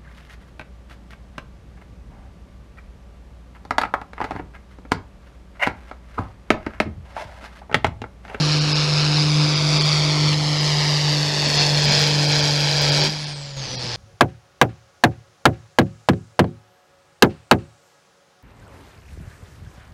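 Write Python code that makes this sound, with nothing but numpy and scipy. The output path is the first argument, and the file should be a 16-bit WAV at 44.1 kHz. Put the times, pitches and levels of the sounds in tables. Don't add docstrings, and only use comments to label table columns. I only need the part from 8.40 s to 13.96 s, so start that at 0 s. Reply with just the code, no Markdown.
import sys
import numpy as np
from scipy import signal
from scipy.fft import rfft, irfft, next_fast_len
from scipy.io import wavfile
from scipy.ndimage import uniform_filter1d, map_coordinates

SR = 44100
rng = np.random.default_rng(int(sys.argv[2]) if len(sys.argv) > 2 else 0)


def to_linear_factor(level_db):
    exponent = np.asarray(level_db, float) / 20
    return 10 ** exponent


def materialize(psi):
    bounded = np.clip(np.atleast_2d(psi).T, -1, 1)
    quanta = np.round(bounded * 32767).astype(np.int16)
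    wavfile.write(sys.argv[1], SR, quanta)


N = 245181
SHUT_S = 4.685


def evened(x):
    return x / np.sqrt(np.mean(x ** 2) + 1e-20)


def curves(rows):
    s, *columns = np.transpose(rows)
    return [np.interp(np.arange(N) / SR, s, column) for column in columns]


def colour(x, points):
    hz, db = np.transpose(points)
    size = next_fast_len(N)
    log_hz = np.log(np.fft.rfftfreq(size, 1 / SR) + 1)
    gain = to_linear_factor(np.interp(log_hz, np.log(hz), db, right=-120))
    return evened(irfft(rfft(x, size) * gain, size)[:N])


def drift(per_s):
    knots = rng.standard_normal(2000)
    return evened(map_coordinates(knots, [np.arange(N) / SR * per_s], order=3))


def bump(t, centre_s, length_s):
    return np.exp(-((t - centre_s) / length_s) ** 2)


def coasting(ease_s):
    return 1 - np.exp(-np.maximum(np.arange(N) / SR - SHUT_S, 0) / ease_s)


# t/s, turn from front to aside/0-1, fuel on the uneven orders/dB
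HEADING_FUEL = [(0, 0, -3), (1.9, 0.5, 1.5), (2.9, 0.93, -0.5), (3.1, 1, 2), (4.66, 1, 2),
                (4.75, 0.9, -8.5), (5.56, 0.8, 0)]


def heading():
    return curves(HEADING_FUEL)


# t/s, jet level/dB
EFFORT = [(0.0, -23.5), (.45, -24), (1.2, -23.5), (1.43, -21.5), (1.8, -24.5), (2.42, -21), (2.91, -22),
          (3.18, -17.5), (3.32, -20.5), (3.55, -17), (3.78, -21), (3.95, -18.5), (4.2, -22), (4.5, -18.5),
          (4.665, -19), (4.7, -27), (5.14, -39), (5.45, -34)]


def effort():
    jet_db = curves(EFFORT)[0]
    return jet_db, jet_db + 22


# t/s, rate f/Hz, boom rms level/dB
FIRING = [(0.0, 150, -19), (0.43, 149.8, -22), (1.04, 150, -17), (1.11, 150.3, -21.5), (1.45, 150.2, -19.5),
          (1.9, 150, -19.5), (2.8, 147.9, -19), (2.9, 148, -24), (3.12, 146.2, -22.5), (3.36, 147.5, -18.5),
          (3.55, 146.3, -19.5), (3.7, 147.4, -19), (4.33, 146, -21), (4.52, 144.5, -19), (4.66, 149, -23),
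          (4.71, 152.4, -27.5), (5.1, 140, -34), (5.56, 116.5, -39)]


def firing():
    firing_hz, boom_db = curves(FIRING)
    stumble_db = -12 * bump(np.arange(N) / SR, 5.28, length_s=0.028)
    return np.cumsum(firing_hz) / SR, boom_db + stumble_db


# t/s, length/s, depth/dB
ECHO_FADES = [(0.523, 0.085, 13), (1.177, 0.036, 5), (1.535, 0.095, 17), (2.34, 0.11, 12), (2.62, .1, 7),
              (2.916, 0.042, 1), (3.2, 0.14, 4), (3.523, 0.12, 12), (4.33, 0.117, 9.5)]


def overtones(boom_db):
    t = np.arange(N) / SR
    coast = coasting(.3) ** 2
    fade_db = sum(depth_db * bump(t, s, length_s) for s, length_s, depth_db in ECHO_FADES)
    second_db = boom_db - 13 - fade_db - 20 * coast
    fourth_db = boom_db - 28.5 + 5 * heading()[0] + 21 * coast
    return second_db, fourth_db + 3.4 * (1 - coast) * drift(14)


def growl_level():
    return -28.5 + 0.88 * effort()[1] - 3.5 * heading()[0]


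# order/multiples of the full engine cycle, front level/dB, aside level/dB
UNEVEN_ORDERS = [(3.015, -1, -7), (4.04, -5, -7), (5.22, -3, -5), (6.84, -8, -16), (7.95, -8, -6),
                 (9.11, -10.5, -7.5), (13.94, -0.5, -2.5), (15.95, 0.5, -0.5), (16.84, -12, -4.5),
                 (18.12, -22, 0), (19.05, -18, -1), (19.92, 5, -2.5), (20.86, -3, -2.5), (22.5, -26, -2),
                 (23.5, -9, -0.5), (24.88, -10, 0), (26.05, -4.5, -2), (26.93, -7, -7.5), (29.1, -9, -9),
                 (29.25, -3, -15)]


def stack(strokes, boom_db):
    second_db, fourth_db = overtones(boom_db)
    boom = to_linear_factor(boom_db + 3 + .5 * drift(45) + .6 * drift(20)) * np.sin(2 * np.pi * strokes)
    second_phase = 4 * np.pi * strokes + 1 + .15 * drift(30)
    boom += to_linear_factor(second_db + 3 + 1.2 * drift(25)) * np.sin(second_phase)
    fourth_phase = 8 * np.pi * strokes + 0.64 * drift(9.8)
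    boom += to_linear_factor(fourth_db - 0.5 + 0.92 * drift(15)) * np.sin(fourth_phase)
    aside, fuel_db = heading()
    lines = 0
    for order, front_db, aside_db in UNEVEN_ORDERS:
        wobble = (.022 + .2 * aside) * drift(11) + rng.random()
        db = front_db + aside * (aside_db - front_db) + (1.3 + 2.4 * aside) * drift(9)
        lines = lines + to_linear_factor(db) * np.sin(2 * np.pi * (order * strokes / 6 + wobble))
    return boom + to_linear_factor(growl_level() + fuel_db - 8.5) * lines


CYLINDER_JETS = [0, 2, -.3, .4, -2, .3]


def stroke_level(count, spread_db, chance):
    by_cylinder_db = np.take(CYLINDER_JETS, count % len(CYLINDER_JETS))
    return by_cylinder_db + spread_db * np.clip(chance, -2, 2)


def puffs(strokes, sharp, depth, spread_db):
    count = strokes.astype(int)
    size_db = stroke_level(count, spread_db, rng.standard_normal(2000)[count])
    shape = np.exp(sharp * (np.cos(2 * np.pi * (strokes - .5)) - 1))
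    return 1 - depth + depth * 2 * shape * to_linear_factor(size_db)


def pings(strokes, ring_hz, spread_hz, ring_ms):
    count = strokes.astype(int)
    pitch, size, slip, phase = rng.standard_normal((2000, 4))[count].T
    ms = (strokes % 1 - .5 + .04 * slip) * 1000 / SR / np.gradient(strokes)
    turns = (ring_hz + spread_hz * pitch) * ms / 1000 + phase
    ring = np.exp(-(ms / ring_ms) ** 2) * np.cos(2 * np.pi * turns)
    return evened(to_linear_factor(stroke_level(count, 2.0, size)) * ring)


# f/Hz, width/Hz, level/dB
PIPE_MODES = [(872, 50, 5), (1350, 50, 3), (1440, 55, -2.5), (2270, 53, 3.5), (2920, 67, 0.5),
              (4560, 200, 2.5), (4960, 84, 5)]


def piped(points):
    edge_hz, edge_db = np.transpose(points)
    hz = np.geomspace(edge_hz[0], edge_hz[-1], num=400)
    db = np.interp(np.log(hz), np.log(edge_hz), edge_db)
    modes_db = sum(top_db * np.exp(-((hz - f) / width) ** 2) for f, width, top_db in PIPE_MODES)
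    return np.transpose([hz, db + modes_db])


def fizz_level():
    warming_db = 5 * np.tanh(np.arange(N) / SR / 2.14)
    return -46 + 1.01 * effort()[1] + warming_db - 5.5 * coasting(0.48) ** 2


# f/Hz, level per Hz/dB
JET_SPECTRUM = [(2500, -12.5), (3600, -12), (4300, 1), (4900, -0.5), (5500, -3), (6300, -13), (7500, -19.5),
                (11000, -52)]
ROAR_SPECTRUM = [(500, -18), (800, -7.5), (1200, -7.5), (2000, -3), (2700, -3.5), (3500, -0.5), (4200, -2),
                 (5500, -4), (7000, -26.5), (10000, -58)]
GROWL_SPECTRUM = [(160, -52), (200, -2), (300, -1), (450, 4), (600, 4.5), (900, 2), (1300, -5.5),
                  (3000, -70)]
FIZZ_SPECTRUM = [(3800, -24.5), (6500, 1), (8460, -10.5), (10200, -14.5), (11200, -22), (12300, -38),
                 (14000, -62)]
# f/Hz, level per Hz/dB
AIR_SPECTRUM = [(9000, -32), (11500, 0), (13500, -3), (15600, -2), (17000, -30)]


def gas(strokes):
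    jet_db, fizz_db = effort()[0], fizz_level()
    aside, fuel_db = heading()
    a, b, c, d, e = rng.standard_normal((N, 5)).T
    late = strokes - .075
    jet = colour(a * puffs(late, sharp=1.5, depth=.55, spread_db=1.3), piped(JET_SPECTRUM))
    roar = colour(d * puffs(late - .04, sharp=1.2, depth=.24, spread_db=1.2), piped(ROAR_SPECTRUM))
    growl = colour(b * puffs(strokes + .27, sharp=1.2, depth=.3, spread_db=1.8), GROWL_SPECTRUM)
    fizz = colour(c * puffs(late, sharp=1.0, depth=0.19, spread_db=5.5), FIZZ_SPECTRUM)
    ring = to_linear_factor(fuel_db) * pings(late, ring_hz=4710, spread_hz=510, ring_ms=1.0)
    stream = to_linear_factor(-4) * jet + to_linear_factor(-3.0) * roar + to_linear_factor(-13) * ring
    stream = to_linear_factor(jet_db + 1.0 + 0.77 * drift(14)) * stream
    air_db = fizz_db - 20.5 + 4.4 * aside - 3 * coasting(.05)
    air = to_linear_factor(air_db) * colour(e, AIR_SPECTRUM)
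    fizz = to_linear_factor(fizz_db + 6.0 + 0.36 * drift(12)) * fizz
    return stream + to_linear_factor(growl_level() - 2.5) * growl + fizz + air


# t/s, lag/ms, strength/0-1
GROUND = [(0, .72, .4), (1.05, .81, .5), (2.25, .99, .52), (3.6, 1.215, .44), (4.65, 1.26, .42),
          (4.9, 1.21, .15), (5.56, 1.2, .1)]


def mirrored(x):
    lag_ms, share = curves(GROUND)
    at = np.arange(N) - (lag_ms + 0.021 * drift(30)) * SR / 1000
    dulled = signal.sosfiltfilt(signal.butter(2, 7500, fs=SR, output="sos"), x)
    return (x + share * map_coordinates(dulled, [at], order=3)) / np.sqrt(1 + share ** 2)


def whistle(hz, db, shiver, flutter_db):
    turns = np.cumsum(hz * (1 + shiver * hz / 1e4 * drift(300))) / SR
    return to_linear_factor(db + 6 + flutter_db * drift(40)) * np.sin(2 * np.pi * turns)


# t/s, f/Hz
TURBO_PITCH = [(0, 10740), (.5, 10530), (.72, 10680), (.86, 10400), (1.3, 10270), (1.7, 10630),
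               (1.92, 10700), (2.25, 11300), (2.63, 11340), (2.8, 11540), (3.03, 11260), (3.26, 11970),
               (3.42, 11560), (3.68, 12110), (3.86, 11600), (4, 11680), (4.39, 11280), (4.66, 11780)]


def turbo():
    drag_per_s = 1.57
    coast_s = np.maximum(np.arange(N) / SR - SHUT_S, 0)
    hz = curves(TURBO_PITCH)[0] / (1 + drag_per_s * coast_s)
    db = -58.5 + 12 * np.log2(1e4 / hz) + .8 * coasting(.05)
    db = db + 1.2 * coasting(.3) * drift(15)
    return whistle(hz, db, shiver=.008 + .011 * coasting(.1), flutter_db=2.2)


# f/Hz, level per Hz/dB
RUMBLE_SPECTRUM = [(15, -20), (30, 4), (50, 7), (75, 2), (110, 9.5), (150, -7), (200, 3), (320, -31)]


def rumble():
    db = -40.5 + .2 * effort()[1] - 4.5 + 0.5 * drift(12)
    return to_linear_factor(db) * colour(rng.standard_normal(N), RUMBLE_SPECTRUM)


# t/s, centre f/Hz, level/dB, length/s
KNOCKS = [(.01, 220, -29.5, 0.017), (1.41, 380, -35, 0.03), (3.076, 303, -31, 0.029),
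          (3.19, 200, -34, 0.053), (3.48, 105, -35, .04), (3.495, 210.4, -27.5, 0.055),
          (4.517, 105, -37, .04), (4.684, 200, -33, 0.028), (1.935, 3570, -25, 0.011),
          (4.8, 302, -44.5, 0.11), (5.34, 242, -43, .07), (5.45, 201, -38.5, 0.037)]


def thuds():
    out, t = np.zeros(N), np.arange(N) / SR
    noise = rng.standard_normal(N)
    for s, hz, db, length_s in KNOCKS:
        near = slice(max(round((s - .2) * SR), 0), round((s + .2) * SR))
        body = signal.butter(2, [hz / 1.73, hz * 1.23], "band", fs=SR, output="sos")
        thud = evened(signal.sosfiltfilt(body, noise[near]))
        out[near] += to_linear_factor(db) * thud * bump(t[near], s, length_s)
    return out


# t/s, peak level/dB
JET_CRACKS = [(1.4486, -58), (1.4633, -46), (1.5822, -46), (1.9305, -45), (2.2092, -53), (2.614, -49),
              (3.0799, -48), (3.1452, -41), (3.2021, -51), (3.4391, -48), (3.4521, -37), (3.5159, -36),
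              (3.5982, -36), (3.618, -32), (3.6789, -32), (3.881, -48), (3.9416, -38), (4.0312, -52),
              (4.2098, -40), (4.4177, -31), (4.493, -37), (4.5215, -50), (4.6385, -36), (5.168, -57)]


def cracks():
    out, t = np.zeros(N + 400), np.arange(300) / SR
    for s, db in JET_CRACKS:
        snap = rng.standard_normal(300) * np.exp(-t / .0008)
        out[round(s * SR):][:300] += to_linear_factor(db + 9) * snap
    return signal.sosfilt(signal.butter(2, 8000, "high", fs=SR, output="sos"), out[:N])


# t/s, f/Hz, level/dB
SECOND_WHEEL = [(5.27, 10050, -80), (5.3, 9850, -66), (5.38, 9300, -65), (5.47, 8900, -67),
                (5.56, 8400, -72)]


def second_wheel():
    sounding = np.arange(N) > 5.27 * SR
    return whistle(*curves(SECOND_WHEEL), shiver=.016, flutter_db=3.0) * sounding


def scene():
    strokes, boom_db = firing()
    engine = stack(strokes, boom_db) + mirrored(gas(strokes))
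    return (engine + turbo() + rumble() + thuds() + cracks() + second_wheel())[None]


def roll_off(x):
    return signal.sosfilt(signal.butter(12, 15760, fs=SR, output="sos"), x)


# t/s, step level/dB
LEVEL_JUMPS = [
    (1.947, -2),
    (5.167, 5.5),
]
# t/s, threshold level/dB, depth/dB
DROPOUTS = [(.199, -50, 14), (0.339, -46, 18), (1.151, -54.5, 15), (1.394, -45.5, 14), (1.437, -43, 7),
            (2.193, -59, 9.5), (3.067, -58, 18), (3.187, -51, 17), (3.42, -57, 7), (3.475, -55, 17),
            (3.506, -52, 13), (3.869, -45, 6.5), (3.935, -55, 10), (4.018, -52, 13), (4.403, -55, 12),
            (4.509, -48, 12), (4.625, -53, 13), (4.692, -59, 4), (4.86, -56, 14), (4.945, -58, 12),
            (5.366, -54.5, 18), (5.381, -54.5, 18)]


def record(dry):
    gained = dry[0] * to_linear_factor(sum(db * (np.arange(N) > s * SR) for s, db in LEVEL_JUMPS))
    over = np.maximum(abs(gained) - .45, 0)
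    limited = gained - np.sign(gained) * (over - .25 * np.tanh(over / .25))
    _, t, z = signal.stft(limited, SR, nperseg=1024, noverlap=896)
    power = uniform_filter1d(abs(z) ** 2, size=3, axis=0)
    line_db = 10 * np.log10(uniform_filter1d(power, size=7, axis=1) + 1e-20)
    for s, limit_db, depth_db in DROPOUTS:
        during = np.exp(-((t - s) / .0095) ** 4)
        z = z * to_linear_factor(-depth_db * during * np.clip((limit_db - line_db) / 3, 0, 1))
    mix = signal.istft(z, SR, nperseg=1024, noverlap=896)[1][None, :N]
    return roll_off(mix)


dry = scene()
out = record(dry)
materialize(out)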